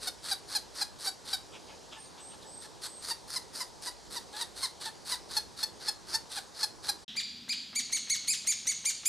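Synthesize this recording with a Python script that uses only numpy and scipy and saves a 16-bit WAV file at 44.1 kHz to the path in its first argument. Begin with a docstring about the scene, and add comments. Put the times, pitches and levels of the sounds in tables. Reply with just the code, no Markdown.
"""A forest with two woodpecker holes, heard through two microphone ports, a short silent cut between them.
At the first hole, in forest air and gusty low wind, a chick rasps with creaky pulses and breath, each rasp
ending on a honk of stacked partials; far off a small songbird lisps in thin arching whistles.
At the second, over a far drone, an older chick cries high arched notes, stacks of partials that sweep
up and fall; their echoes ring on among the trunks."""
import sys
import numpy as np
from scipy import signal
from scipy.fft import rfft, irfft
from scipy.io import wavfile
from scipy.ndimage import uniform_filter1d

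SR = 44100
rng = np.random.default_rng(int(sys.argv[2]) if len(sys.argv) > 2 else 0)


def put_to_file(sound):
    """Save the sound as 16-bit audio at rate SR, in the file named by the first command-line argument."""
    columns = np.atleast_2d(sound).T  # one column per channel
    safe = np.clip(columns, -1, 1)
    whole_steps = np.round(safe * 32767)
    wavfile.write(sys.argv[1], SR, whole_steps.astype(np.int16))


N = 400428


def gain_of(db):
    """Decibels to gain."""
    return 10 ** (np.asarray(db) / 20)


def evened(x):
    """Scales to rms 1."""
    return x / np.sqrt(np.mean(x ** 2) + 1e-20)


def read(points, hz):
    """Reads a spectrum on a log-frequency axis."""
    f, value = np.transpose(points)
    return np.interp(np.log(hz + 1), np.log(f + 1), value)


def add(mix, s, sound):
    """Mixes a sound in at s seconds."""
    part = mix[max(round(s * SR), 0):][:len(sound)]
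    part += sound[:len(part)]


def ring(x, modes, stretch):
    """Passes x through steep resonances whose centre frequencies are stretched by a factor."""
    hz = np.fft.rfftfreq(len(x), 1 / SR)
    response = 0
    for k, (f, width, db) in enumerate(modes):
        response = response + (-1) ** k * gain_of(db) / (1 + 1j * (hz - f * stretch) / width) ** 2
    return irfft(rfft(x) * response, len(x))


def waver(count, per_s):
    """Slow random wander of rms 1: noise averaged twice over 1 / per_s seconds."""
    size = max(int(SR / per_s), 2)
    return evened(uniform_filter1d(uniform_filter1d(rng.standard_normal(count), size), size))


# forest air at each hole, relative spectrum: f/Hz, level/dB per Hz
AIR_COLOUR_1 = [(18, -37), (30, -20), (66, 1), (276, -1.5), (369, 1.5), (672, -3), (896, -0.5), (1290, -9),
                (1680, -11), (2180, -15), (2680, -16.5), (4530, -8), (9410, -17), (13900, -34),
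                (15500, -32)]
AIR_COLOUR_2 = [(25, -50), (60, -5), (110, -3), (220, -5), (350, -5.5), (600, -11), (1500, -13),
                (4000, -2.5), (9000, -23), (15500, -32)]
# left-right likeness of the air: f/Hz, likeness [-1 to 1]
AIR_LIKENESS_1 = [(60, -0.48), (130, -0.51), (290, -0.031), (640, 0.41), (1410, 0.35), (3100, 0.84),
                  (6820, 1), (15000, -0.064)]
AIR_LIKENESS_2 = [(60, 0.9), (130, 0.96), (290, 0.64), (640, 0.049), (1410, 0.79), (3100, 1.0), (6820, 1),
                  (15000, 0.94)]
# left-right lean of the air: f/Hz, left minus right level/dB
AIR_LEAN_1 = [(60, -6), (240, -3.5), (950, 1.5), (3770, -1), (15000, 0.5)]
AIR_LEAN_2 = [(60, -0.5), (240, 0.0), (950, 0.0), (3770, 0.0), (15000, 0.0)]
AIR_1_DB, AIR_2_DB = -51.5, -53.5


def air(colour, level_db, likeness, lean, patchy_db):
    """Forest air: random short-time spectra with drifting patches, partly alike at the two ports."""
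    frames, hz = N // 256 + 5, np.fft.rfftfreq(1024, 1 / SR)
    a, b, c, d, patches = rng.standard_normal((frames, 513, 5)).T
    patches = uniform_filter1d(patches, size=12, axis=0)
    patches = evened(uniform_filter1d(patches, size=20, axis=1))
    like = np.clip(read(likeness, hz), -1, 1)[:, None]
    left = a + 1j * b
    right = like * left + np.sqrt(1 - like ** 2) * (c + 1j * d)
    half_lean_db = read(lean, hz)[:, None] / 2
    port_db = np.array([half_lean_db, -half_lean_db])
    spectra = np.array([left, right])
    spectra *= gain_of(read(colour, hz)[:, None] + patchy_db * patches + port_db)
    return gain_of(level_db) * evened(signal.istft(spectra, nperseg=1024, noverlap=768)[1][:, :N])


# low gusts at the first hole: t/s, peak level/dB at the left port
WIND_GUSTS = [(.01, -54), (.78, -62), (1.35, -59), (4.02, -56), (4.57, -57), (5.34, -52.5), (6.2, -67)]
GUST_SLOPE_DB_PER_S, CALM_DB = 52, -64.5  # slope on either side of a peak, floor between gusts


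def rumble():
    """Lumpy low wind: noise rung near 56 Hz, pushing the two ports against each other."""
    t = np.arange(N) / SR
    gusts_db = np.max([db - GUST_SLOPE_DB_PER_S * abs(t - s) for s, db in WIND_GUSTS], axis=0)
    a, b = (evened(ring(rng.standard_normal(N), [(56, 6.0, 0)], 1)) for _ in "ab")
    return np.array([a, -.6 * a + .5 * b]) * gain_of(np.maximum(gusts_db, CALM_DB))


# begging calls of the first chick, levels at the source ahead of the throat: voice start t/s, voice length/s,
# start f/Hz, end f/Hz, voice level/dB, rasp lead/s, rasp level/dB, beak opening [factor on throat f]
CHICK_BEGS = [(0.072, 0.019, 757, 701, -30, 0.072, -30.5, 0.99),
              (.312, 0.026, 813, 712, -28.5, 0.097, -29, 0.98),
              (0.55, 0.029, 853, 765, -26.5, 0.08, -29.5, 1.02),
              (0.815, 0.019, 852, 787, -26, .08, -27.5, 1.06),
              (1.069, 0.028, 785, 729, -31.5, 0.089, -30, 1.024),
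              (1.33, 0.027, 788, 727, -28, 0.089, -31, 0.96), (1.568, .012, 883, 850, -67, 0.055, -40, .63),
              (1.723, .015, 877, 855, -64.5, .05, -41.5, 0.59),
              (1.963, 0.033, 886, 843, -62.5, 0.057, -38.5, 0.63),
              (2.211, 0.0099, 880, 860, -62.5, 0.049, -45.5, 0.73),
              (2.34, .014, 880, 845, -63, .038, -47, 0.75),
              (2.443, 0.029, 880, 880, -67, 0.041, -50.5, 0.89),
              (2.645, 0.022, 878, 834, -58, 0.038, -41.5, 0.96),
              (2.865, 0.011, 891, 850, -57.5, 0.057, -32, .99),
              (3.107, 0.019, 944, 904, -32.5, 0.1, -28, 1.06),
              (3.359, 0.024, 1054, 926, -30, 0.092, -30.5, 1.08),
              (3.603, 0.03, 1054, 906, -34, 0.079, -30, 1.1),
              (3.87, .024, 1005, 920, -36, 0.057, -32, 1.08),
              (4.159, .03, 999, 840, -35.5, 0.062, -32.5, 1.01),
              (4.332, 0.087, 832, 962, -56, 0.0076, -38.5, 0.89),
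              (4.41, .027, 986, 876, -31.5, .069, -31, .97),
              (4.628, .036, 1089, 906, -29, 0.081, -30.5, 1.01),
              (4.856, 0.039, 910, 845, -42.5, 0.063, -32, 0.95),
              (5.119, 0.031, 1029, 863, -30, 0.076, -28.5, 1.01),
              (5.365, .024, 891, 827, -25.5, 0.079, -29, 1.001),
              (5.628, 0.02, 866, 896, -25.5, 0.071, -32, 1),
              (5.882, 0.017, 888, 832, -23, 0.088, -29, 1.02),
              (6.142, 0.023, 892, 915, -25, .079, -28.5, 1.095),
              (6.371, .023, 860, 708, -34.5, 0.083, -30, 0.96),
              (6.629, .021, 879, 799, -24, 0.092, -27, 1.04),
              (6.888, 0.02, 850, 775, -25.5, 0.067, -29.5, 1.005)]
# chest, throat and treble resonances before stretching: f/Hz, width/Hz, level/dB
CHEST_MODES = [(900, 120, 0.5), (1800, 1900, -0.5)]
THROAT_MODES = [(4254, 662, -2), (5030, 1290, -13), (7110, 520, -15)]
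TREBLE_MODES = [(8390, 2160, -7), (10360, 2180, -5), (11580, 2480, -10)]
# nasal dips before stretching: f/Hz, width/Hz, depth [0 to 1]
NASAL_DIPS = [(3160, 570, 0.11), (7580, 1080, 0.68)]
# bands where voice partials stay weak: f/Hz, width/Hz, level/dB
WEAK_BANDS = [(2800, 690, -10.5), (6300, 700, -4)]
RASP_START_DB = -33.5  # a rasp sets in at this level, or at its own if that is weaker
FIRM_VOICE_DB = -28.5  # a voice above this is firm
HUMP_DB, HUMP_PER_DB = -4.5, 0.2154  # the weaker the voice, the earlier the rasp is full
CHEST_UNDER_RASP_DB, CHEST_MOST_DB = -11.5, 7.5  # the chest honk follows the breath, capped over the voice
GAPE, GAPE_SHUT = 0.95, 0.61  # factor on the treble modes, and its fall as the beak shuts
HONK_SCOOP, HONK_SCOOP_S = 0.036, 0.0043  # the honk slides up into its pitch: share, time constant
BRIGHT_PEAK_AT, BRIGHT_FALL_DB = 0.44, -8  # throat voice peaks at this share of the honk, fades either side
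TREBLE_DB, TREBLE_PER_FIRM_DB, TREBLE_SHUT_DB = -6.5, -1, -30  # firm voices and shut beaks are duller


def honk(t, u, hz0, hz1, voice_db):
    """Voiced honk: 18 wavering partials on a gliding pitch, some of them held weak."""
    hz = (hz0 + (hz1 - hz0) * u ** 1.8) * (1 + .011 * waver(len(t), 300))
    scoop = 1 - HONK_SCOOP * np.exp(-np.maximum(t, 0) / HONK_SCOOP_S)
    turns = np.cumsum(hz * scoop) / SR
    uneven_db = 0.95 * rng.standard_normal(18)  # each honk favours other partials
    partial_hz = np.arange(1, 19) * (hz0 + hz1) / 2
    for gap_hz, gap_width, gap_db in WEAK_BANDS:
        uneven_db += gap_db * np.exp(-((partial_hz - gap_hz) / gap_width) ** 2)
    stack = 0
    for k in range(1, 19):
        shiver_db = .4 * k * waver(len(t), 250)
        stack = stack + gain_of(uneven_db[k - 1] + shiver_db) * np.cos(2 * np.pi * k * turns)
    return stack * np.sin(np.pi * u ** 0.74) ** 0.37 * gain_of(voice_db)


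def creaky_rasp(t, length, lead, rasp_db, hump_db):
    """Rasp: uneven random pulses, about 700 a second, mixed with breath noise under one swell."""
    struck = rng.random(len(t)) < 700 / SR
    pulses = struck * rng.uniform(-1.46, 1, len(t))
    creak = evened(pulses + 1e-9) + 1.1 * rng.standard_normal(len(t))
    start_db = min(RASP_START_DB, rasp_db)
    swell_db = np.interp(t, [-lead, -.4 * lead, 0, length * 1.21, length + 0.033],
                         [start_db, (start_db + rasp_db) / 2 + hump_db, rasp_db, rasp_db - 11.0, rasp_db - 24])
    soft = np.clip((t + lead) / (.45 * lead), 0, 1) * np.clip((t[-1] - t) / .02, 0, 1)
    flutter_db = 1.3 * waver(len(t), 70) + .7 * waver(len(t), 300)
    return creak * soft * gain_of(swell_db + flutter_db)


def beg(s, length, hz0, hz1, voice_db, lead, rasp_db, beak):
    """Begging call: a rasp and its closing honk ring through chest, throat and open or shut beak."""
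    shut = max(1 - beak, 0)
    hump_db = HUMP_DB + HUMP_PER_DB * (FIRM_VOICE_DB - voice_db)
    chest_db = min(rasp_db + CHEST_UNDER_RASP_DB - voice_db, CHEST_MOST_DB)
    treble_db = TREBLE_DB + TREBLE_PER_FIRM_DB * max(voice_db - FIRM_VOICE_DB, 0) + TREBLE_SHUT_DB * shut
    gape = GAPE - GAPE_SHUT * shut
    t = np.arange(-lead, length + 0.068, 1 / SR)
    u = np.clip(t / length, 0, 1)
    voice = honk(t, u, hz0, hz1, voice_db)
    rasp = creaky_rasp(t, length, lead, rasp_db, hump_db)
    chest = ring(gain_of(chest_db) * voice, CHEST_MODES, 0.774)
    voice = voice * gain_of(BRIGHT_FALL_DB * (u - BRIGHT_PEAK_AT) ** 2)
    # a half-shut beak closes further, so its ring sinks
    closing = np.clip((t + lead) / (lead + length), 0, 1)
    sink = 0.28 * shut
    sound = ring((voice + rasp) * np.sqrt(1 - closing), THROAT_MODES, beak + sink)
    sound += ring((voice + rasp) * np.sqrt(closing), THROAT_MODES, beak - sink / 3)
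    sound += chest
    sound += ring(rasp, [(1590, 624, -7)], gape)  # the hoarse low body of the rasp
    sound += ring(gain_of(treble_db) * (voice + gain_of(6.0) * rasp), TREBLE_MODES, gape)
    for hz, width, depth in NASAL_DIPS:
        sound -= np.clip(depth, 0, 1) * ring(sound, [(hz * beak, width, 0)], 0.936)
    return s - lead, sound


# echo decay among the trunks at each hole: f/Hz, t60/s
ECHO_DECAY_1 = [(500, 0.18), (2000, 0.27), (5000, 0.2), (12000, 0.19)]
ECHO_DECAY_2 = [(500, 1.05), (2000, 0.45), (3500, 0.86), (5000, 0.76), (7500, 0.52), (12000, 0.5)]


def woods(x, decay, first_s, apart):
    """Scattered echoes off trunks: sparse taps, each band dying at its own speed, three tails taking turns."""
    out, t = np.zeros((2, N)), np.arange(N) / SR
    for k in range(3):
        taps = np.zeros((2, SR))
        at = np.arange(0, SR - 20, 20) + rng.integers(0, 20, (2, (SR - 1) // 20))
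        np.put_along_axis(taps, at, rng.choice([-1., 1.], at.shape), 1)
        taps *= np.arange(SR) > first_s * SR  # silence before the first echo
        hz, s, z = signal.stft(taps, SR, nperseg=256)
        dying = gain_of(-60 * s / read(decay, hz)[:, None])
        mid, side = signal.istft(z * dying, SR, nperseg=256)[1]
        tail = np.array([mid + apart * side, mid - apart * side]) / np.linalg.norm(mid)
        turn = np.sqrt(2 / 3) * np.cos(2 * np.pi * (.7 * t + k / 3))
        out += signal.fftconvolve((x * turn)[None], tail, axes=1)[:, :N]
    return out


# far songbird, before echo and port lean: t/s, length/s, start f/Hz, top f/Hz, end f/Hz, level/dB
BIRD_LISPS = [(1.975, .085, 8830, 8760, 8750, -58), (2.195, .12, 7760, 8490, 8480, -54),
              (2.45, .17, 7650, 8330, 8150, -56), (2.82, .21, 7350, 8330, 7950, -54)]
LISP_TOP_AT = .62  # share of the length


def lisp(s, length, start_hz, top_hz, end_hz, level_db):
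    """Songbird lisp: a thin high whistle that arches over, with a fast shiver in it."""
    t = np.arange(0, length, 1 / SR)
    u = t / length / LISP_TOP_AT - 1  # 0 at the top of the arch
    rise = (top_hz - start_hz) * u ** 2
    fall = (top_hz - end_hz) * (u / (1 / LISP_TOP_AT - 1)) ** 2
    pitch = (top_hz - np.where(u < 0, rise, fall)) * (1 + 0.0052 * waver(len(t), 270))
    tone = np.sqrt(2) * np.sin(2 * np.pi * np.cumsum(pitch) / SR)
    return s, tone * gain_of(level_db + 2.5 * waver(len(t), 40)) * signal.windows.tukey(len(t), .25)


# far drone at the second hole: t/s, f/Hz, level/dB
FAR_DRONE = [(7.08, 215, -60.5), (7.79, 240.3, -60), (8.19, 206, -63.5), (8.62, 214.3, -68.5),
             (9.08, 207.8, -72)]


def drone():
    """A fuzzy low hum that drifts in pitch: slow noise carried on a moving tone."""
    t, (s, hz, db) = np.arange(N) / SR, np.transpose(FAR_DRONE)
    turns = np.cumsum(np.interp(t, s, hz)) / SR
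    hum = waver(N, 90) * np.cos(2 * np.pi * turns) + waver(N, 117) * np.sin(2 * np.pi * turns)
    return hum * gain_of(np.interp(t, s, db))


# cries of the second chick, the first heard as echo only: t/s, length/s, top at [share of length], top f/Hz,
# end pitch [share of top], bend of the rise, bend of the fall, second partial level/dB, third partial level/dB,
# late change/dB [per 0.34 of the length past the top], puff lead/s
OLDER_CRIES = [(6.98, .055, .45, 2000, .6, 1.5, 2.2, -46, -58, 9.5, .025),
               (7.1644, .05, .35, 2412, .44, 2.95, 1.9, -32.5, -41, -5.5, .012),
               (7.4899, .048, .39, 2484, .41, 1.14, 2.7, -33, -40.5, 1.01, .011),
               (7.7543, .056, .36, 2349, .51, 1.9, 2.85, -32, -29.5, -2.1, .025),
               (7.9226, .058, .33, 2280, .51, 1.13, 2.69, -33.5, -28.5, -3.5, .027),
               (8.097, .068, .38, 2263, .59, 1.9, 1.7, -34.5, -27.5, -6.5, .026),
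               (8.2769, .075, .42, 2548, .41, .7, 2.01, -32.5, -26.5, -5, .035),
               (8.4692, .062, .4, 2397, .59, .8, 2.38, -35.5, -26.5, -2.1, .024),
               (8.6687, .058, .39, 2278, .64, 1.08, 2.52, -38.5, -28, -2.1, .013),
               (8.8528, .06, .32, 2398, .53, .8, 2.91, -36.5, -26, -3.5, .011),
               (9.0546, .06, .55, 2505, .75, 3.3, 2.23, -36.5, -25.5, -3, .023)]
# partials 4 to 7 against the third: level/dB
UPPER_PARTIALS_DB = (-3, -12, -21, -28)
SHOULDER = .85  # pitch at the foot of the rise as a share of the top, before the opening hook
FIRST_PARTIAL_DB, FIRST_OVER_THIRD_DB = -38.5, 4  # the lowest is set no louder than this over the third
FALL_SWELL_DB = 21  # the second partial swells as the pitch drops, dB for a drop to zero
CREST_DULL_DB = 5.5  # for each partial above the third
PUFF_DB = -44


def cry(s, length, top_at, top_hz, end, rise_bend, fall_bend, second_db, third_db, late_db, lead):
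    """A small puff as the beak opens, then a stack of partials that hooks up, arches and falls away."""
    partial_db = [min(FIRST_PARTIAL_DB, third_db + FIRST_OVER_THIRD_DB), second_db, third_db]
    partial_db += [third_db + db for db in UPPER_PARTIALS_DB]
    t = np.arange(-lead, length + 0.022, 1 / SR)
    u = np.clip(t / length, 0, 1)
    rise = (1 - SHOULDER) * np.clip(1 - u / top_at, 0, 1) ** rise_bend
    fall = (1 - end) * np.clip((u - top_at) / (1 - top_at), 0, 1) ** fall_bend
    hook = .25 * np.exp(-np.maximum(t, 0) / .0025)
    hz = top_hz * (1 - rise - fall) * (1 - hook) * (1 + 0.005 * waver(len(t), 470))
    turns = np.cumsum(hz) / SR
    crest = np.exp(-((u - top_at - .06) / .2) ** 2)
    # near the top of the arch the tone is purest: upper partials fade, the lower ones grow a little
    stack = 0
    for k, db in enumerate(partial_db, 1):
        dulling_db = CREST_DULL_DB * crest * np.clip(k - 3, -.3, 3.5)
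        shiver_db = (1.6 + .2 * k) * waver(len(t), 200)
        swell_db = FALL_SWELL_DB * fall * (k == 2)
        partial = gain_of(db + swell_db - dulling_db + shiver_db) * np.cos(2 * np.pi * k * turns)
        stack = stack + partial * (k * hz < SR / 2.2)
    gate = np.clip(t / 0.0065, 0, 1) * np.clip((length - t) / 0.016, 0, 1)
    gate *= gain_of(late_db * np.clip(u - top_at, 0, 1) / 0.34)
    noise = rng.standard_normal((2, len(t)))
    breath = ring(noise[0], [(1060, 220, -24.5), (3560, 1710, 1.0), (8400, 3350, 2.5)], 0.86)
    breath *= gain_of(max(partial_db))
    # the voice breaks up at both ends
    edges = np.exp(-((t - .003) / 0.006) ** 2) + np.exp(-((t - 0.93 * length) / 0.011) ** 2)
    puff = ring(noise[1], [(1240, 2400, 3), (3100, 1800, 3.0)], 0.9)
    puff *= np.exp(-(t + lead) / 0.015) * np.clip((t + lead) / 0.00032, 0, 1)
    airy = breath * (gain_of(-8.5) * edges + gain_of(-35) * gate) + gain_of(PUFF_DB) * puff
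    return s - lead, stack * gate + airy


def first_hole():
    """The rasping chick and its echoes, the far songbird, forest air and wind."""
    chick, bird = np.zeros(N), np.zeros(N)
    for row in CHICK_BEGS:
        add(chick, *beg(*row))
    for row in BIRD_LISPS:
        add(bird, *lisp(*row))
    mix = chick + gain_of(-11.0) * woods(chick, ECHO_DECAY_1, .006, 0.31)
    mix += ring(chick, [(9900, 740, -9.0)], 0.95) * [[1], [-1]]  # the ports part ways in the treble
    mix += bird * gain_of([[-1.5], [1.5]])  # leans right
    mix += gain_of(1) * woods(bird, ECHO_DECAY_1, 0.017, 0.5)
    return mix + air(AIR_COLOUR_1, AIR_1_DB, AIR_LIKENESS_1, AIR_LEAN_1, 1.3) + rumble()


# a cry turned away is duller and echoes more: dB of echo for each dB the third partial lacks
ECHO_DB, ECHO_PER_DB = -5, 0.192
FACING_DB = -25.5  # third partial of a cry aimed at the microphone


def second_hole():
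    """The older chick, its cries ringing on among the trunks, forest air and the far drone."""
    older, sent = np.zeros(N), np.zeros(N)  # sent: what the turning chick throws into the trees
    for row in OLDER_CRIES:
        s, sound = cry(*row)
        third_db = row[8]
        add(older, s, sound)
        add(sent, s, gain_of(ECHO_DB + ECHO_PER_DB * (FACING_DB - third_db)) * sound)
    leafy = ring(sent, [(4570, 5100, 1.34)], 0.93)  # leaves swallow the treble
    mix = older + woods(leafy, ECHO_DECAY_2, 0.0013, 0.0016)
    return mix + air(AIR_COLOUR_2, AIR_2_DB, AIR_LIKENESS_2, AIR_LEAN_2, 0.61) + drone()


CUT_OUT_S, CUT_IN_S = 7.048, 7.081  # first hole silent from here, second hole at full level from here


def scene():
    """The first hole, a silent cut, the second hole."""
    t = np.arange(N) / SR
    fade_out = np.clip((CUT_OUT_S - t) / 0.012, 0, 1)
    fade_in = np.clip((t - CUT_IN_S) / 0.0017 + 1, 0, 1)
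    return first_hole() * fade_out + second_hole() * fade_in


EDGE_HZ = 15450


def record(dry):
    """The band limit of the recorder: a steep low-pass."""
    low_pass = signal.firwin(511, EDGE_HZ, window=("kaiser", 9), fs=SR)
    return signal.oaconvolve(dry, low_pass[None], "same")


dry = scene()
out = record(dry)
put_to_file(out)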